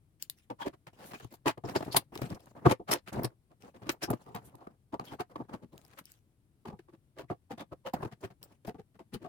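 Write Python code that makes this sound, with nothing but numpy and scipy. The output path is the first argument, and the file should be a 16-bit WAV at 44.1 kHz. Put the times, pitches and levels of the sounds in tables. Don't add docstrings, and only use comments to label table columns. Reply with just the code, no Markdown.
import sys
import numpy as np
from scipy import signal
from scipy.fft import rfft, irfft, next_fast_len
from scipy.io import wavfile
from scipy.ndimage import uniform_filter1d, map_coordinates

SR = 44100
rng = np.random.default_rng(int(sys.argv[2]) if len(sys.argv) > 2 else 0)


def volts_from_decibels(level):
    exponent = np.asarray(level, float) / 20
    return 10 ** exponent


def master_out(mix):
    frames = np.transpose(np.atleast_2d(mix))
    ceiling = np.clip(frames, -1, 1)
    pcm = np.round(ceiling * 32767).astype(np.int16)
    wavfile.write(sys.argv[1], SR, pcm)


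N = 409248
SPAN = 8192


def unit(x):
    return x / np.sqrt(np.mean(x ** 2) + 1e-20)


def along(points, hz):
    point_hz, value = np.transpose(points)
    return np.interp(np.log(hz + 1), np.log(point_hz + 1), value)


def modes(table, hz, scatter_db):
    gains = volts_from_decibels(scatter_db * rng.standard_normal(len(table)))
    total = 0
    for k, (centre_hz, width_hz, db) in enumerate(table):
        damping = 1j * hz * width_hz
        resonance = damping / (centre_hz * centre_hz - hz * hz + damping)
        total = total + (-1) ** k * gains[k] * volts_from_decibels(db) * resonance
    return total


def contacts(n, lumpy_db, grain_ms):
    position = np.arange(n) / (grain_ms * SR / 1000 + 1)
    size = map_coordinates(rng.standard_normal(n), [position], order=1)
    return rng.standard_normal((2, n)) * volts_from_decibels(lumpy_db * size)


# (frequency [Hz], likeness [0-1])
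PORT_LIKENESS = [(40, 0.7), (200, 1), (600, 0.7), (1400, 0.1), (3000, 0.1), (9000, 0.1)]
# (frequency [Hz], level [dB])
PORT_LEAN = [(60, 10), (250, 1.3), (800, -0.65), (3000, 3.5), (12000, 2.1)]


def ports(pair, colour, lead_ms=.22, left_db=0):
    m = next_fast_len(pair.shape[1])
    hz = np.fft.rfftfreq(m, 1 / SR)
    turn = np.arccos(np.clip(along(PORT_LIKENESS, hz), 0, 1)) / 2
    shared, own = rfft(pair, m) * colour(hz) * [np.cos(turn), np.sin(turn)]
    lead = np.exp(1j * np.pi * hz * lead_ms / 1000)
    tilt = volts_from_decibels((along(PORT_LEAN, hz) + left_db) / 2) * lead
    return irfft(np.array([(shared + own) * tilt, (shared - own) / tilt]), m)[:, :pair.shape[1]]


def patchy(x, depth_db):
    z = signal.stft(x, nperseg=512)[2]
    field = uniform_filter1d(rng.standard_normal(z.shape[1:]), size=12, axis=0)
    field = uniform_filter1d(field, size=5, axis=1)
    return unit(signal.istft(z * volts_from_decibels(depth_db * unit(field)), nperseg=512)[1][:, :N])


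# (frequency [Hz], density [dB/Hz])
HUM_SPECTRUM = [(15, -45), (25, -10), (134, 4), (180, -5.5), (317, -8.5), (489, -19), (911, -24.5),
                (1520, -29), (2840, -32), (6560, -36.5), (9570, -30.5), (16000, -39)]
HUM_DB = -68.5


def hum():
    return volts_from_decibels(HUM_DB) * unit(ports(contacts(N, 0.77, 43), lambda f: volts_from_decibels(along(HUM_SPECTRUM, f))))


# (start [s], end [s], rubbing level [dB], cloth hiss level [dB])
STROKES = [(0.199, 0.247, -77.5, -61.5), (0.296, 0.445, -103, -74), (0.76, 0.76, -66, -88),
           (0.93, 1, -65, -74), (0.99, 1.264, -62, -64), (1.306, 1.353, -63.5, -68),
           (1.643, 2.004, -47.5, -60.5), (2.122, 2.357, -49, -62), (2.393, 2.513, -58, -72),
           (2.551, 2.673, -54, -76.5), (3.121, 3.255, -41, -67.5), (3.604, 3.691, -60.5, -72),
           (3.743, 3.965, -59.5, -77.5), (4.133, 4.488, -61.5, -73), (4.499, 4.722, -62.5, -86.5),
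           (5.04, 5.143, -52, -66), (5.297, 5.331, -57, -74), (5.378, 5.444, -56, -79),
           (5.484, 5.575, -54.5, -77.5), (5.721, 6.018, -66.5, -72), (6.039, 6.18, -78.5, -68.5),
           (7.935, 8.075, -47, -69.5), (8.207, 8.268, -58.5, -68.5), (8.414, 8.543, -64, -73.5)]
# (frequency [Hz], density [dB/Hz])
RUB_SPECTRUM = [(40, -18.5), (120, 3.5), (350, 1), (900, -3.5), (1800, -15), (3500, -40)]
# (frequency [Hz], density [dB/Hz])
CLOTH_SPECTRUM = [(700, -19.5), (1500, -0.5), (2800, 1.5), (4500, -3), (7000, -4.5), (11000, -6),
                  (16000, -10)]
RELEASE_MS = 18


def settle(gain):
    keep = np.exp(-1000 / (RELEASE_MS * SR))
    soft = uniform_filter1d(gain, round(0.006 * SR))
    return np.maximum(soft, signal.lfilter([1 - keep], [1, -keep], gain))


def hands():
    rub_gain, hiss_gain = np.zeros((2, N))
    for start_s, end_s, rub_db, hiss_db in STROKES:
        start, end = round(start_s * SR), round(end_s * SR)
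        sag_db = np.linspace(1.5, -1.5, end - start)
        rub_gain[start:end] = volts_from_decibels(rub_db + sag_db)
        hiss_gain[start:end] = volts_from_decibels(hiss_db + sag_db)
    rub = ports(contacts(N, 5.9, 10), lambda f: volts_from_decibels(along(RUB_SPECTRUM, f)))
    snaps = rng.random(N) < 260 / SR
    creases = 1 + 4 * snaps * rng.exponential(size=N)
    hiss = ports(contacts(N, 3.8, 14) * creases, lambda f: volts_from_decibels(along(CLOTH_SPECTRUM, f)))
    return settle(rub_gain) * patchy(rub, 1.4) + settle(hiss_gain) * patchy(hiss, 4)


# (frequency [Hz], t60 [s])
ROOM_T60 = [(200, .07), (2000, .09), (10000, .065)]


def room(x):
    step, out = SR // 3, np.zeros((2, N + SR))
    for a in range(0, N, step):
        hz, t, z = signal.stft(rng.standard_normal((2, SR // 4)), SR, nperseg=256)
        decay = volts_from_decibels(-60 * t / along(ROOM_T60, hz)[:, None])
        tail = signal.istft(z * decay, SR, nperseg=256)[1]
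        wet = signal.fftconvolve(x[:, a:a + step], tail / np.linalg.norm(tail[0]), axes=1)
        out[:, a + 150:][:, :wet.shape[1]] += wet
    return out[:, :N]


# (time [s], lead of the left port [ms], level toward the left [dB])
HAND_PLACE = [(0.2, .4, 2), (0.7, .4, -1.5), (1.5, 0.27, 0), (2.8, .3, -0.5), (4.2, .3, -1),
              (5.2, .3, -0.5), (6.1, 0.064, 1.5), (7.2, 0.055, -1), (9.2, 0.11, 1.5)]


def add(track, s, db, rise_ms, fall_ms, colour, lumpy_db, grain_ms, ring_ms, blow):
    ms = (np.arange(SPAN) - SPAN // 2) * 1000 / SR
    bend = np.where(ms < 0, 2.4, 1.6)

    def slope(fall):
        distance = np.where(ms < 0, -ms / max(rise_ms, .2), ms / max(fall, .2))
        return volts_from_decibels(-10 * distance ** bend)

    push = unit(contacts(SPAN, lumpy_db, grain_ms)) * slope(fall_ms - ring_ms)
    push[:, SPAN // 2] += blow * np.sqrt(np.sum(push ** 2) / 2)
    when, lead_ms, left_db = np.transpose(HAND_PLACE)
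    sound = ports(push, colour, np.interp(s, when, lead_ms), np.interp(s, when, left_db))
    sound *= volts_from_decibels(db) * np.sqrt(2 * np.sum(slope(fall_ms) ** 2) / np.sum(sound ** 2))
    track[:, round((s - ring_ms / 2000) * SR):][:, :SPAN] += sound


# (peak [s], level [dB], first 10 dB of fall [ms], pitch [Hz])
SLIDING_SINGS = [(.607, -41, 39.5, 930), (0.629, -43.5, 4, 1640), (1.155, -49.5, 8, 2470),
                 (0.626, -46.5, 20, 3270), (1.929, -42, 10, 4500), (5.08, -54.5, 27, 3200),
                 (7.301, -60.5, 15, 2060), (7.515, -45.5, 14.5, 772), (7.6, -56, 25, 3550),
                 (7.87, -51, 17, 3000)]
SING_RISE_MS = 13


def sings(track):
    for s, db, fall_ms, hz in SLIDING_SINGS:
        add(track, s, db, SING_RISE_MS, fall_ms, lambda f: modes([(hz, 0.045 * hz, 0)], f, 0), 2, 3, 1.5, 0)


# (peak [s], level [dB], first 10 dB of fall [ms], pitch centre [Hz], hardness [dB])
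BOX_TAPS = [(0.504, -35, 21, 536, -18.5), (0.601, -63, 24, 940, -19), (0.871, -49.5, 21.5, 556, -2.5),
            (1.137, -43, 24.5, 610, -4.5), (1.202, -52.5, 16.5, 774, -1), (1.249, -38, 6, 120, -29),
            (1.341, -51, 10.5, 470, -13.5), (1.461, -25, 16, 430, -18.5), (1.579, -41, 11, 420, -18),
            (1.642, -34.5, 32.5, 268, -34.5), (1.81, -33, 5.5, 350, -18), (1.827, -35.5, 12, 740, -10.5),
            (1.872, -48, 56, 230, -12.5), (1.948, -24.5, 5, 437, -12), (2.127, -51, 37, 350, -35),
            (2.16, -37, 6, 337, -16.5), (2.222, -26, 4, 164, -15), (2.471, -60, 18.5, 490, -6.5),
            (2.567, -49, 19.5, 595, -16), (2.8, -42, 24, 290, -35), (2.916, -28, 37.5, 750, -2),
            (3.132, -46.5, 34, 187, -6), (3.163, -32.5, 42.5, 254, -23), (3.683, -51, 5, 653, -24),
            (3.822, -47.5, 39, 320, -13.5), (3.894, -29.5, 16, 620, 0), (4.104, -25, 17.5, 430, -24.5),
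            (4.265, -50, 72, 457, -19.5), (4.349, -37.5, 35, 680, -9.5), (4.673, -39.5, 5, 500, -21.5),
            (4.999, -31, 3, 763, -16), (5.012, -44, 21, 295, -18), (5.314, -55, 14, 290, -11),
            (5.361, -35.5, 11.5, 854, -19.5), (5.496, -47, 12.5, 855, -15.5),
            (6.656, -42.5, 20, 495, -14.5), (6.794, -48.5, 10.5, 385, -10), (7.303, -31.5, 27, 340, -25),
            (7.51, -39, 28.5, 420, -11), (7.58, -46.5, 16, 600, -7.5), (7.938, -28.5, 19, 405, -17.5),
            (8.305, -54, 22, 393, -10), (8.652, -47.5, 20, 320, -10.5), (8.676, -35.5, 28.5, 366, -15),
            (8.748, -47, 19.5, 247, -22), (8.995, -48.5, 26, 605, -13), (9.249, -41, 28, 480, -19.5)]
# (peak [s], level [dB], first 10 dB of fall [ms], pitch centre [Hz], hardness [dB])
BOX_RATTLES = [(0.623, -40.5, 14, 780, -8.5), (0.669, -32, 21, 560, -14.5), (0.741, -53.5, 13.5, 503, -11),
               (1.033, -54, 61, 483, -4.5), (1.118, -47, 11, 670, -5), (1.228, -54.5, 24, 360, -14.5),
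               (1.326, -52.5, 13.5, 520, -12), (1.483, -25, 22, 790, -5), (1.763, -24.5, 12, 557, -9.5),
               (1.969, -27, 17, 660, -8), (2.177, -53, 19, 433, -9), (2.243, -37.5, 30, 272, -14),
               (2.318, -37.5, 27, 176, -17), (2.666, -12, 13, 320, -31), (3.085, -47.5, 17.5, 720, 0),
               (3.249, -28, 15, 360, -15), (3.32, -63, 18.5, 399, -22), (3.52, -61.5, 21.5, 496, -13.5),
               (3.65, -52, 22.5, 540, -13), (3.762, -53.5, 20, 362, -10.5), (3.873, -43.5, 20, 248, -12.5),
               (4.037, -37, 20.5, 406, -0.5), (4.137, -28, 8, 320, -21), (4.549, -49.5, 14, 237, -28.5),
               (4.621, -55.5, 43, 1000, -16), (4.943, -33.5, 17.5, 490, -21), (5.128, -43, 21, 355, -10.5),
               (5.207, -32.5, 15.5, 700, -10.5), (5.543, -38, 17, 367, -14), (5.637, -48, 21, 255, -20.5),
               (6.705, -46.5, 11, 470, -16), (6.732, -46.5, 26, 163, -34.5), (6.893, -56.5, 13.5, 596, -18),
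               (6.942, -53.5, 16, 353, -15.5), (7.197, -44, 28, 510, -7.5), (7.612, -42, 21, 560, -7.5),
               (7.729, -40.5, 14, 320, -20.5), (7.873, -37.5, 22, 700, -10), (8.033, -33.5, 10, 352, -16),
               (8.054, -33.5, 10.5, 317, -17.5), (8.129, -48, 16, 380, -8.5), (8.243, -37.5, 16, 294, -10),
               (8.798, -46, 15.5, 210, -18), (8.957, -58, 14, 210, -13), (9.148, -38, 21.5, 241, -13),
               (9.232, -49, 29, 304, -14)]
# (stop [s], level [dB], last 10 dB of rise [ms], pitch centre [Hz], hardness [dB])
WALL_SLIDES = [(1.698, -39, 18.5, 644, -8), (2.724, -25, 40, 570, -9.5), (2.901, -33, 16.5, 521, -10),
               (4.092, -37, 15.5, 280.6, -30), (4.477, -55.5, 29, 99, -31), (5.417, -37, 25, 346, -30),
               (5.756, -52.5, 32, 350, -31), (5.94, -68.5, 50, 1210, 4.5), (5.993, -54, 16, 670, 5.5),
               (6.686, -41, 18.5, 343, -14.5), (7.246, -52, 17, 200, -24.5)]
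TAP_RISE_MS, RATTLE_RISE_PER_FALL, STOP_FALL_MS = 3, 0.78, 9.8


def blows():
    taps = [(s, db, TAP_RISE_MS, ms, hz, hard_db) for s, db, ms, hz, hard_db in BOX_TAPS]
    rattles = [(s, db, RATTLE_RISE_PER_FALL * ms, ms, hz, hard_db)
               for s, db, ms, hz, hard_db in BOX_RATTLES]
    slides = [(s, db, ms, STOP_FALL_MS, hz, hard_db) for s, db, ms, hz, hard_db in WALL_SLIDES]
    return taps + rattles + slides


# (frequency [Hz], width [Hz], level [dB])
SHELL_MODES = [(4500, 1700, -6.5), (5370, 450, 1.5), (7200, 3600, -6.5), (7600, 2200, -5),
               (9900, 4900, -6.5), (14000, 3400, -6), (16500, 1000, -11)]
# (time [s], level [dB], sharpness [dB])
PEN_CLICKS = [(0.225, -27.5, 10), (0.299, -28.5, -6), (1.121, -54.5, -3), (1.153, -67, 2), (1.199, -56, 10),
              (1.246, -52, -0.5), (1.327, -52, 4), (1.486, -37, -8.5), (1.947, -52.5, -1),
              (2.176, -39, -9.5), (2.217, -42, -3), (2.303, -46, -15.5), (2.405, -58, 0), (2.459, -56, 3),
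              (2.667, -57, -9), (2.719, -36, -4), (2.937, -20.5, -4), (3.158, -52.5, -23),
              (3.894, -27.5, -26.5), (4.104, -31, 7.5), (4.135, -56.5, 0), (4.351, -40.5, 7),
              (4.554, -53, 4.5), (5.209, -47, 1.5), (5.779, -48, 9), (5.85, -53, 2), (5.88, -62, -5),
              (6.055, -45, 2.5), (6.119, -47, 1), (8.429, -41, 1.5)]
# (peak [s], level [dB], first 10 dB of fall [ms], sharpness [dB])
PEN_CLATTERS = [(1.067, -55.5, 47, -5), (1.146, -63, 27, -3), (1.342, -55.5, 13.5, 11),
                (1.654, -52.5, 9, -29.5), (1.697, -47.5, 5, -16), (1.764, -39, 15.5, -25),
                (1.929, -42, 16.5, -4.5), (1.968, -17.5, 10, -2), (2.153, -58.5, 12.5, 7),
                (2.225, -57.5, 8.5, 6), (2.348, -55.5, 8.5, -7.5), (2.713, -41, 14, -0.5),
                (2.918, -27.5, 16.5, -5.5), (2.986, -59.5, 9.5, -17.5), (3.085, -55, 11.5, -5.5),
                (3.132, -50, 10, -2.5), (3.235, -34.5, 3, 5.5), (3.248, -34.5, 9.5, 4),
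                (3.919, -46, 11.5, 0.5), (4.034, -36, 19, -14), (4.111, -46.5, 8.5, 20),
                (4.457, -58.5, 26, -2), (4.997, -45.5, 1.5, -37), (5.99, -53.5, 15, 4.5),
                (7.938, -45, 8.5, -6), (8.44, -54, 11, 11), (8.673, -55.5, 17, -4.5),
                (9.142, -46, 13, -2.5)]
CLICK_RISE_MS, CLICK_FALL_MS, CLATTER_RISE_PER_FALL = 0.29, 2.1, 0.41
SHELL_OVER_WALL_DB, SHELL_SHARP_DB, SHELL_LENGTH_SHARE = -15.5, -1.5, 0.58


def clacks(track):
    clicks = [(s, db, CLICK_RISE_MS, CLICK_FALL_MS, sharp_db) for s, db, sharp_db in PEN_CLICKS]
    clatters = [(s, db, CLATTER_RISE_PER_FALL * ms, ms, sharp_db) for s, db, ms, sharp_db in PEN_CLATTERS]
    woken = [(s, db + hard_db + SHELL_OVER_WALL_DB, SHELL_LENGTH_SHARE * rise_ms,
              SHELL_LENGTH_SHARE * fall_ms, SHELL_SHARP_DB)
             for s, db, rise_ms, fall_ms, hz, hard_db in blows()]
    for s, db, rise_ms, fall_ms, sharp_db in clicks + clatters + woken:
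        tilt = [(2500, 4.0), (5500, -3), (12000, sharp_db), (15600, sharp_db), (16500, sharp_db - 12.5)]
        add(track, s, db, rise_ms, fall_ms,
            lambda f: modes(SHELL_MODES, f, 5.7) * volts_from_decibels(along(tilt, f)), 2.4, 1.2, .3, .24)


# (frequency [Hz], width [Hz], level [dB])
BOX_MODES = [(120, 30, 5.5), (210, 88, 1.5), (320, 180, 2), (426.9, 140, -1.5), (510, 78, -4.5),
             (700, 72, -2.5), (850, 160, -5), (1196, 200, -8)]
# (frequency [Hz], width [Hz], level [dB])
WALL_MODES = [(1520, 980, 24.5), (2150, 450, -8), (2444, 450, 5), (3300, 500, 0), (3800, 240, -6.5),
              (5163, 910, 0.5)]
# (frequency [Hz], width [Hz], level [dB])
DESK_MODES = [(46.8, 59, -8), (91, 74, -3.5), (137, 50, -5.5)]


def knocks(track):
    for s, db, rise_ms, fall_ms, hz, hard_db in blows():
        near = lambda f: 1j * f * hz / (hz * hz - f * f + 1j * f * hz * 1.4)
        add(track, s, db, rise_ms, fall_ms,
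            lambda f: modes(BOX_MODES, f, 3.1) * near(f), 2.5, 3, 3.5, .25)
        add(track, s, db + hard_db, 1.036 * rise_ms, 0.94 * fall_ms,
            lambda f: modes(WALL_MODES, f, 0.81), 4.5, 2.5, 1.2, .2)
        thump_db = db - 14.5 - 6 * np.log2(hz / 300)
        add(track, s, thump_db, rise_ms, fall_ms, lambda f: modes(DESK_MODES, f, 3.6), 1.5, 5, 4, .6)


def scene():
    track = np.zeros((2, N + 2 * SPAN))
    knocks(track)
    clacks(track)
    sings(track)
    pens = track[:, SPAN // 2:][:, :N]
    return pens + volts_from_decibels(-13.5) * room(pens) + hands() + hum()


def top_cut(x):
    return signal.sosfilt(signal.butter(12, 16810, fs=SR, output="sos"), x)


def record(dry):
    return top_cut(dry)


dry = scene()
out = record(dry)
master_out(out)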